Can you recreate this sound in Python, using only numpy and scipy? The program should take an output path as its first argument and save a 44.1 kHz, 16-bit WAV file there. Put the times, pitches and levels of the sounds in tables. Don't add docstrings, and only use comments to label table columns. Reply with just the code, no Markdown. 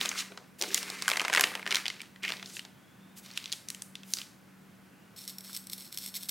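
import sys
import numpy as np
from scipy import signal
from scipy.fft import rfft, irfft
from scipy.io import wavfile
from scipy.ndimage import uniform_filter1d

SR = 44100
rng = np.random.default_rng(int(sys.argv[2]) if len(sys.argv) > 2 else 0)


def put_to_file(sound):
    columns = np.atleast_2d(sound).T
    safe = np.clip(columns, -1, 1)
    whole_steps = np.round(safe * 32767)
    wavfile.write(sys.argv[1], SR, whole_steps.astype(np.int16))


N = 277830
TIME = np.arange(N) / SR

# f/Hz, relative level/dB
AIR_SPECTRUM = [(25, -24), (50, -18), (80, -11), (120, -2), (160, 0), (260, -2), (400, -10), (650, -13),
                (1000, -14), (1500, -13), (2400, -17), (4000, -24), (8000, -27), (15500, -28.5)]
# f/Hz, t60/s, relative level/dB
ROOM_BANDS = [(307, 0.56, 8.5), (1000, 0.59, 3.5), (2500, 0.46, -0.5), (6000, 0.42, 1.5),
              (13000, 0.46, 3.5)]
# t/s, duration/s, level/dB, starting f/Hz
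WHISTLE_GLIDES = [(2.684, 0.65, -73, 3170), (4.85, 0.45, -74, 2630)]
# f/Hz, bandwidth/Hz, gain/dB
METAL_MODES = [(2230, 240, -10.5), (3650, 690, -4.5), (4280, 370, -1), (5380, 240, 3), (6500, 1300, -12),
               (8100, 490, -0.5), (9230, 420, -9.5), (10300, 1100, -9), (11300, 570, -2.5),
               (13060, 610, -0.5), (13800, 300, -20), (15100, 1400, -8.5)]
# t/s, duration/s, rasp level/dB
SIEVE_SHAKES = [(5.16, 0.082, -48.5), (5.276, 0.012, -40), (5.435, 0.11, -48), (5.538, 0.032, -42),
                (5.71, 0.031, -47), (5.775, 0.087, -50), (5.915, 0.042, -49.5), (5.972, 0.11, -45.5),
                (6.14, 0.026, -40), (6.205, 0.034, -45), (6.285, .02, -35)]
# t/s, duration/s, rasp level/dB
SUGAR_FLOW = [(5.17, 1.4, -63)]
# t/s, relative level/dB
SIEVE_TAPS = [(5.2777, -29), (5.3841, -30.5), (5.4076, -37.5), (5.5307, -35), (5.5488, -31), (5.565, -28.5),
              (5.5724, -31), (5.6701, -35), (5.698, -32.5), (5.7323, -25.5), (5.7796, -38), (5.926, -33),
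              (5.9455, -37), (5.9743, -25.5), (5.9863, -31.5), (6.0611, -29), (6.1415, -33.5), (6.152, -30),
              (6.2323, -30.6)]
# t/s, duration/s, crest level/dB, f/Hz, Q
PAPER_SLIDES = [(0.152, 0.083, -33, 3800, 0.56), (0.296, 0.044, -50.5, 376, 1.05),
                (0.579, 0.034, -47.5, 6950, 0.17), (0.59, 0.076, -43, 475, 0.64),
                (0.672, 0.032, -45, 4800, 0.49), (.72, 0.11, -40.5, 6000, 0.35),
                (2.217, 0.058, -35.5, 2350, 2.5), (2.266, 0.036, -39, 2400, 2.5),
                (2.435, 0.11, -52, 6500, 0.76), (2.499, 0.12, -47, 6500, 0.7),
                (3.152, 0.064, -49, 6500, 0.22), (3.21, 0.08, -55.5, 4480, 0.26),
                (3.347, 0.05, -43.5, 3800, 0.64), (4.014, 0.26, -50, 7800, 0.24)]
# f/Hz, relative level/dB
CRINKLE_SPECTRUM = [(300, -16), (700, -20), (1100, -1.5), (1600, -0.5), (2300, 4.5), (3200, -7.5),
                    (5000, -6.5), (9000, -11), (16000, -27)]
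HISS_SPECTRUM = [(800, -52), (2000, 6), (3800, 10), (5500, 8.5), (8000, -1), (11000, -4), (16000, -2.5)]
FLEX_SPECTRUM = [(100, -23), (230, 7.5), (400, 7), (600, -4), (900, -17), (1600, -28)]
# t/s, duration/s, then relative level/dB of crinkle, hiss, flex and small snaps
HAND_MOVES = [(0, 0.029, -33, -38.5, -48, -46), (.04, .18, -39, -51, -57.5, -37),
              (.3, 0.13, -66, -77, -66, -55), (0.602, .085, -51, -46, -47.5, -37.5),
              (0.706, 0.063, -41, -41.5, -48.5, -32.5), (0.801, 0.29, -39, -54, -55, -41),
              (1.08, 0.3, -42, -65, -63, -29), (1.323, 0.12, -36.5, -44.5, -50, -30),
              (1.463, 0.14, -64, -57, -65, -35.5), (1.655, 0.093, -43, -52.5, -56, -27),
              (1.735, 0.035, -32.5, -44, -55, -37), (1.842, 0.19, -60, -62, -63.5, -45),
              (2.222, 0.11, -43, -50, -56.5, -30), (2.343, 0.25, -70, -58, -63.5, -49.5),
              (3.243, 0.26, -54.5, -57.5, -80, -45.5), (3.67, 0.14, -58, -63, -80, -65),
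              (4.165, 0.038, -48, -58, -74, -42)]
# t/s, f/Hz
SMALL_FACET_PITCH = [(2.2, 2370), (3.5, 3540)]
# t/s, relative level/dB, facet f/Hz, crack/dB and flex/dB re the facet
CREASE_SNAPS = [(.0125, -20.5, 3070, -30, -14.5), (.0527, -28, 2100, 2, 5), (.0581, -22.5, 2800, -3, -9),
                (.091, -22.5, 5770, -23, -22), (.1154, -28, 2000, -24, -23), (.32, -41, 2648, -20, 0),
                (.375, -34.5, 3600, -32, 2), (.6133, -23, 4340, -2, -14), (.6233, -21, 3970, -0.5, -11),
                (.6372, -27, 4170, -14, -2), (.7451, -14.5, 4700, 4, -16), (.7779, -24.5, 2430, 1, -7),
                (.8297, -28.5, 3650, -4, -7), (.901, -28, 3650, 1, -1.5), (1.0225, -24.5, 4200, -2, -9),
                (1.0804, -14.5, 1640, -4.5, -23), (1.09, -22.5, 1540, 1, -13), (1.1006, -22, 1890, 1, -8),
                (1.1159, -18, 2620, -12, -7), (1.1351, -23.5, 2580, -9, -8), (1.1702, -25, 4100, -5, -7),
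                (1.1727, -21, 1980, -9, -12), (1.1965, -20.5, 3220, -25, -10), (1.2162, -24, 5120, -27, 4),
                (1.25, -22, 3100, -14, 5), (1.2817, -22.5, 2260, -7.5, -21), (1.2983, -25, 2630, -19, 13),
                (1.3298, -19, 1800, -10, -7), (1.3377, -17.5, 1840, -3.5, -33), (1.3493, -15, 1950, -8, -9),
                (1.3613, -19, 2900, -16, -8), (1.374, -14, 2000, -11, -1), (1.3796, -17, 1780, -24, -12),
                (1.3956, -16.5, 1700, -2, 0), (1.4097, -14, 2020, 4, -27), (1.4381, -15.5, 2550, -9, -8),
                (1.4407, -15, 2500, -26, -36), (1.5528, -24, 2738, -7.5, 1.5),
                (1.6283, -34, 1970, -30, -27), (1.6646, -25, 1950, -21, -6.5),
                (1.7079, -24, 3730, -30, -30), (1.7162, -22, 2520, -36, -32), (1.7244, -23, 1946, -12, -10),
                (1.7465, -18.5, 2700, -6, -21), (1.7561, -17.5, 4200, -19, -18),
                (1.768, -23.5, 2100, -9, -25), (1.8566, -24.5, 2600, -27, -17),
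                (1.8644, -24.5, 2700, -28, -18), (1.8813, -23.5, 4030, -29, -17),
                (1.9016, -27, 2620, -24, -28), (2.0047, -34, 2430, -24, -23), (2.017, -34.5, 3070, -2, -21),
                (2.1605, -44, 2140, -14, -24), (2.238, -29, 2330, -18, -30), (2.25, -25, 2500, -24, -31),
                (2.2799, -27, 2398, -17, -32), (2.3036, -28, 2440, -11, -8), (2.321, -25.5, 3070, -24, -11),
                (2.4275, -33.5, 2930, -30, -4), (2.4595, -36.5, 4400, -26, -21),
                (2.5682, -32, 2840, -23, -28), (2.5935, -30.5, 3040, -10, -27),
                (2.6508, -39.5, 4210, -8, -1), (3.3754, -23, 3280, -8.5, -38),
                (3.4418, -35.5, 3590, -16, -26), (3.458, -30.5, 3330, -30, -32),
                (3.5196, -30.5, 4600, -14, -21), (3.5257, -23, 3720, 5, -29), (3.5326, -29, 3850, -23, -17),
                (3.6863, -30.5, 6200, -7, -32), (3.7025, -28.5, 2700, 9.5, -34),
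                (3.7473, -35.5, 2740, 2.5, -25), (3.8209, -30.5, 8500, -17, -18),
                (3.9544, -32.5, 3460, -14, -36), (4.0335, -42, 2870, -14, -28),
                (4.137, -18, 5700, -34, -45), (4.1705, -33, 4460, -23, -16),
                (4.1865, -31.5, 4350, -16, -19), (4.2164, -33, 3430, -23, -30)]

LEAD_S = .003
ANTIPHASE = np.array([[1], [-1]])


def undb(db):
    return 10 ** (np.asarray(db) / 20)


def unit(x):
    return x / np.sqrt(np.mean(x ** 2))


def fade(t, t60):
    return np.exp(-np.log(1000) * t / t60)


def colour(x, spectrum):
    hz, db = np.transpose(spectrum)
    bins = np.maximum(np.fft.rfftfreq(x.shape[-1], 1 / SR), 1)
    gain = undb(np.interp(np.log(bins), np.log(hz), db))
    return irfft(rfft(x) * gain, x.shape[-1])


def resonate(x, hz, width_hz):
    angle = 2 * np.pi * min(hz, SR / 2 - 1) / SR
    damp = np.sin(angle) * width_hz / hz / 2
    return signal.lfilter([damp, 0, -damp], [1 + damp, -2 * np.cos(angle), 1 - damp], x)


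def bandpass(x, hz, q):
    return unit(resonate(resonate(x, hz, hz / q), hz, hz / q))


def flutter(rate, depth_db):
    knots = np.arange(0, TIME[-1] + 1, 1 / rate)
    return undb(depth_db * np.interp(TIME, knots, rng.standard_normal(N)[:len(knots)]))


def grains(rate, spread_db):
    size_db = spread_db * np.minimum(rng.exponential(size=N), 4)
    occurs = rng.random(N) < rate / SR
    return unit(occurs * rng.choice([-1, 1], N) * undb(size_db))


def strokes(rows, column, attack_s=0.0095, release_s=0.22):
    power = np.zeros(N)
    for row in rows:
        start, hold_s = int(row[0] * SR), row[1]
        t = TIME[:min(int((hold_s + release_s) * SR), N - start)]
        envelope = np.minimum(t / attack_s, 1) * fade(np.maximum(t - hold_s, 0), release_s)
        power[start:start + len(t)] += (undb(row[column]) * envelope) ** 2
    return np.sqrt(power)


def jolt(t60, scatter_db):
    t = TIME[:2048] - TIME[int(LEAD_S * SR)]
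    envelope = np.where(t < 0, 0.54 * fade(abs(t), 0.0024), fade(abs(t), t60))
    scatter = rng.standard_normal(len(t)) * envelope
    release = (t == 0) * rng.choice([-1, 1])
    return release + undb(scatter_db) * scatter / np.sqrt(np.sum(scatter ** 2))


def add_jolt(track, at_s, sound, db):
    start = int((at_s - LEAD_S) * SR)
    sound = sound * undb(db) * np.sqrt(SR / 1000 / np.sum(sound ** 2))
    track[start:start + len(sound)] += sound[:N - start]


def air():
    mid, side = undb(-58.5) * unit(colour(rng.standard_normal((2, N)), AIR_SPECTRUM))
    side = colour(side, [(40, -12), (150, -7.5), (600, -3.5), (4000, -11.0)])
    return mid + side * ANTIPHASE


def motor_hum(hz=190.4, beat_hz=1.297, dip_s=0.49):
    phase = 2 * np.pi * hz * TIME
    drift = 2 * np.pi * beat_hz * (TIME - dip_s)
    tones = undb(-60.4) * np.sin(phase) - undb(-64.9) * np.sin(phase + drift)
    return np.sqrt(2) * tones * flutter(rate=14, depth_db=2.5)


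def motor_whine(hz=1501, width_hz=52):
    return undb(-77) * bandpass(rng.standard_normal(N), hz, q=hz / width_hz)


def whistles(rise_hz_per_s=1050, width_hz=160):
    out = np.zeros(N)
    waver = unit(uniform_filter1d(rng.standard_normal(N), int(SR / width_hz)))
    for start_s, length_s, db, hz in WHISTLE_GLIDES:
        t = np.clip(TIME - start_s, 0, length_s)
        cycles = hz * t + rise_hz_per_s * t ** 2 / 2
        swell = np.sqrt(2 * abs(np.sin(np.pi * t / length_s)))
        out += undb(db) * swell * waver * np.sin(2 * np.pi * cycles)
    return out


def kitchen(x, early_db, tail_db, width):
    t = TIME[:SR * 3 // 4]
    hz, t60, db = np.transpose(ROOM_BANDS)
    log_bins = np.log(np.fft.rfftfreq(len(t), 1 / SR) + 1)
    noise_spectrum = rfft(rng.standard_normal((2, len(t))))
    tail = 0
    for k in range(len(hz)):
        band = np.interp(log_bins, np.log(hz), np.arange(len(hz)) == k)
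        tail += undb(db[k]) * irfft(noise_spectrum * band, len(t)) * fade(t, t60[k])
    tail *= np.clip(t / 0.0082, 0, 1)
    echoes = rng.standard_normal((2, len(t))) * (rng.random(len(t)) < .08)
    early = echoes * fade(t, 0.024) * (t > .002)
    response = (undb(tail_db) * unit(tail) + undb(early_db) * unit(early)) / np.sqrt(len(t))
    mid, side = signal.fftconvolve(x[None], response, axes=1)[:, :N]
    return mid + width * side * ANTIPHASE


def hollow_tick():
    out = np.zeros(N)
    add_jolt(out, 5.496, bandpass(jolt(t60=0.014, scatter_db=5), 1360, q=2.3), db=-43.0)
    return out


def metal_ring(x):
    return sum(undb(db) * resonate(x * rng.choice([-1, 1], len(x)), hz, width_hz)
               for hz, width_hz, db in METAL_MODES)


def sieve():
    friction = grains(rate=3700, spread_db=4.5) * flutter(rate=120, depth_db=2.5)
    shaking = strokes(SIEVE_SHAKES + SUGAR_FLOW, column=2, attack_s=0.007, release_s=0.12)
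    rasp = unit(metal_ring(friction))
    crumbs = bandpass(grains(rate=2500, spread_db=4), 5300, q=.35)
    out = shaking * (rasp + undb(-13) * crumbs)
    for at_s, db in SIEVE_TAPS:
        add_jolt(out, at_s, metal_ring(jolt(t60=0.016, scatter_db=0.5)), db - .5)
    return out


def slides():
    out = np.zeros(N)
    slips = grains(rate=12000, spread_db=2) * flutter(rate=200, depth_db=1.5)
    for start_s, length_s, db, hz, q in PAPER_SLIDES:
        span = slice(int(start_s * SR), int((start_s + length_s) * SR))
        rub = bandpass(slips[span], hz, q)
        swell = np.sin(np.linspace(0, np.pi, len(rub))) ** 2
        out[span] += undb(db) * rub * swell
    return out


def rustle():
    crinkle_gain, hiss_gain, flex_gain = (strokes(HAND_MOVES, column) for column in (2, 3, 4))
    flurry = flutter(rate=140, depth_db=1.0)
    crinkle = unit(flurry * colour(grains(rate=1800, spread_db=2.5), CRINKLE_SPECTRUM))
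    hiss = unit(flurry * colour(grains(rate=8000, spread_db=2), HISS_SPECTRUM))
    flex = unit(colour(grains(rate=1100, spread_db=6.5), FLEX_SPECTRUM))
    return undb(-6.0) * crinkle_gain * crinkle + hiss_gain * hiss + undb(-3.5) * flex_gain * flex


def small_creases(count, spread_db=2.5, spread_octaves=0.33, crack_db=-12, flex_db=-13):
    effort = strokes(HAND_MOVES, column=5)
    last_start_s, last_length_s = HAND_MOVES[-1][:2]
    end_s = last_start_s + last_length_s + 0.22
    times = LEAD_S + (np.arange(count) + rng.random(count)) / count * end_s
    level_draw, pitch_draw = rng.standard_normal((count, 2)).T
    levels = 20 * np.log10(np.interp(times, TIME, effort) + 1e-9) + spread_db * level_draw
    pitches = np.interp(times, *np.transpose(SMALL_FACET_PITCH)) * 2 ** (spread_octaves * pitch_draw)
    return [(at_s, db, hz, crack_db, flex_db) for at_s, db, hz in zip(times, levels, pitches)]


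def snaps(creases, scatter_db, sing_db):
    out = np.zeros(N)
    for at_s, db, hz, crack_db, flex_db in creases:
        halvings = (db + 26.5) / 41 + np.log2(hz / 2700) / 3.2
        t60 = 0.012 / 2 ** max(halvings, -.5)
        facet = bandpass(jolt(t60, scatter_db), hz, q=1.05)
        crack = bandpass(jolt(0.94 * t60, scatter_db + 2.5), 6050, q=0.53)
        flex = bandpass(jolt(2.8 * t60, scatter_db + 7), 890, q=0.36)
        crack_gain = np.hypot(undb(crack_db), (hz / 9000) ** 2)
        song = bandpass(facet, hz * 2 ** (0.23 * rng.standard_normal()), q=7)
        snap = facet + undb(sing_db) * song + crack_gain * crack + undb(flex_db) * flex
        add_jolt(out, at_s, snap, db + 2)
    return out


def scene():
    small_snaps = snaps(small_creases(count=170), scatter_db=-1, sing_db=-7.5)
    handling = rustle() + slides() + sieve() + hollow_tick() + small_snaps
    direct = snaps(CREASE_SNAPS, scatter_db=.5, sing_db=-8) + handling
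    radiated = snaps(CREASE_SNAPS, scatter_db=-26, sing_db=-27) + handling
    room = kitchen(radiated, early_db=-16, tail_db=-9, width=0.048)
    spread = undb(-18) * snaps(CREASE_SNAPS, scatter_db=5, sing_db=-20) * ANTIPHASE
    return direct + room + spread + motor_hum() + air() + motor_whine() + whistles()


def record(dry):
    thinned = signal.sosfilt(signal.butter(2, 42, "highpass", fs=SR, output="sos"), dry)
    return signal.sosfilt(signal.ellip(10, .1, 80, 16000, fs=SR, output="sos"), thinned)


dry = scene()
out = record(dry)
put_to_file(out)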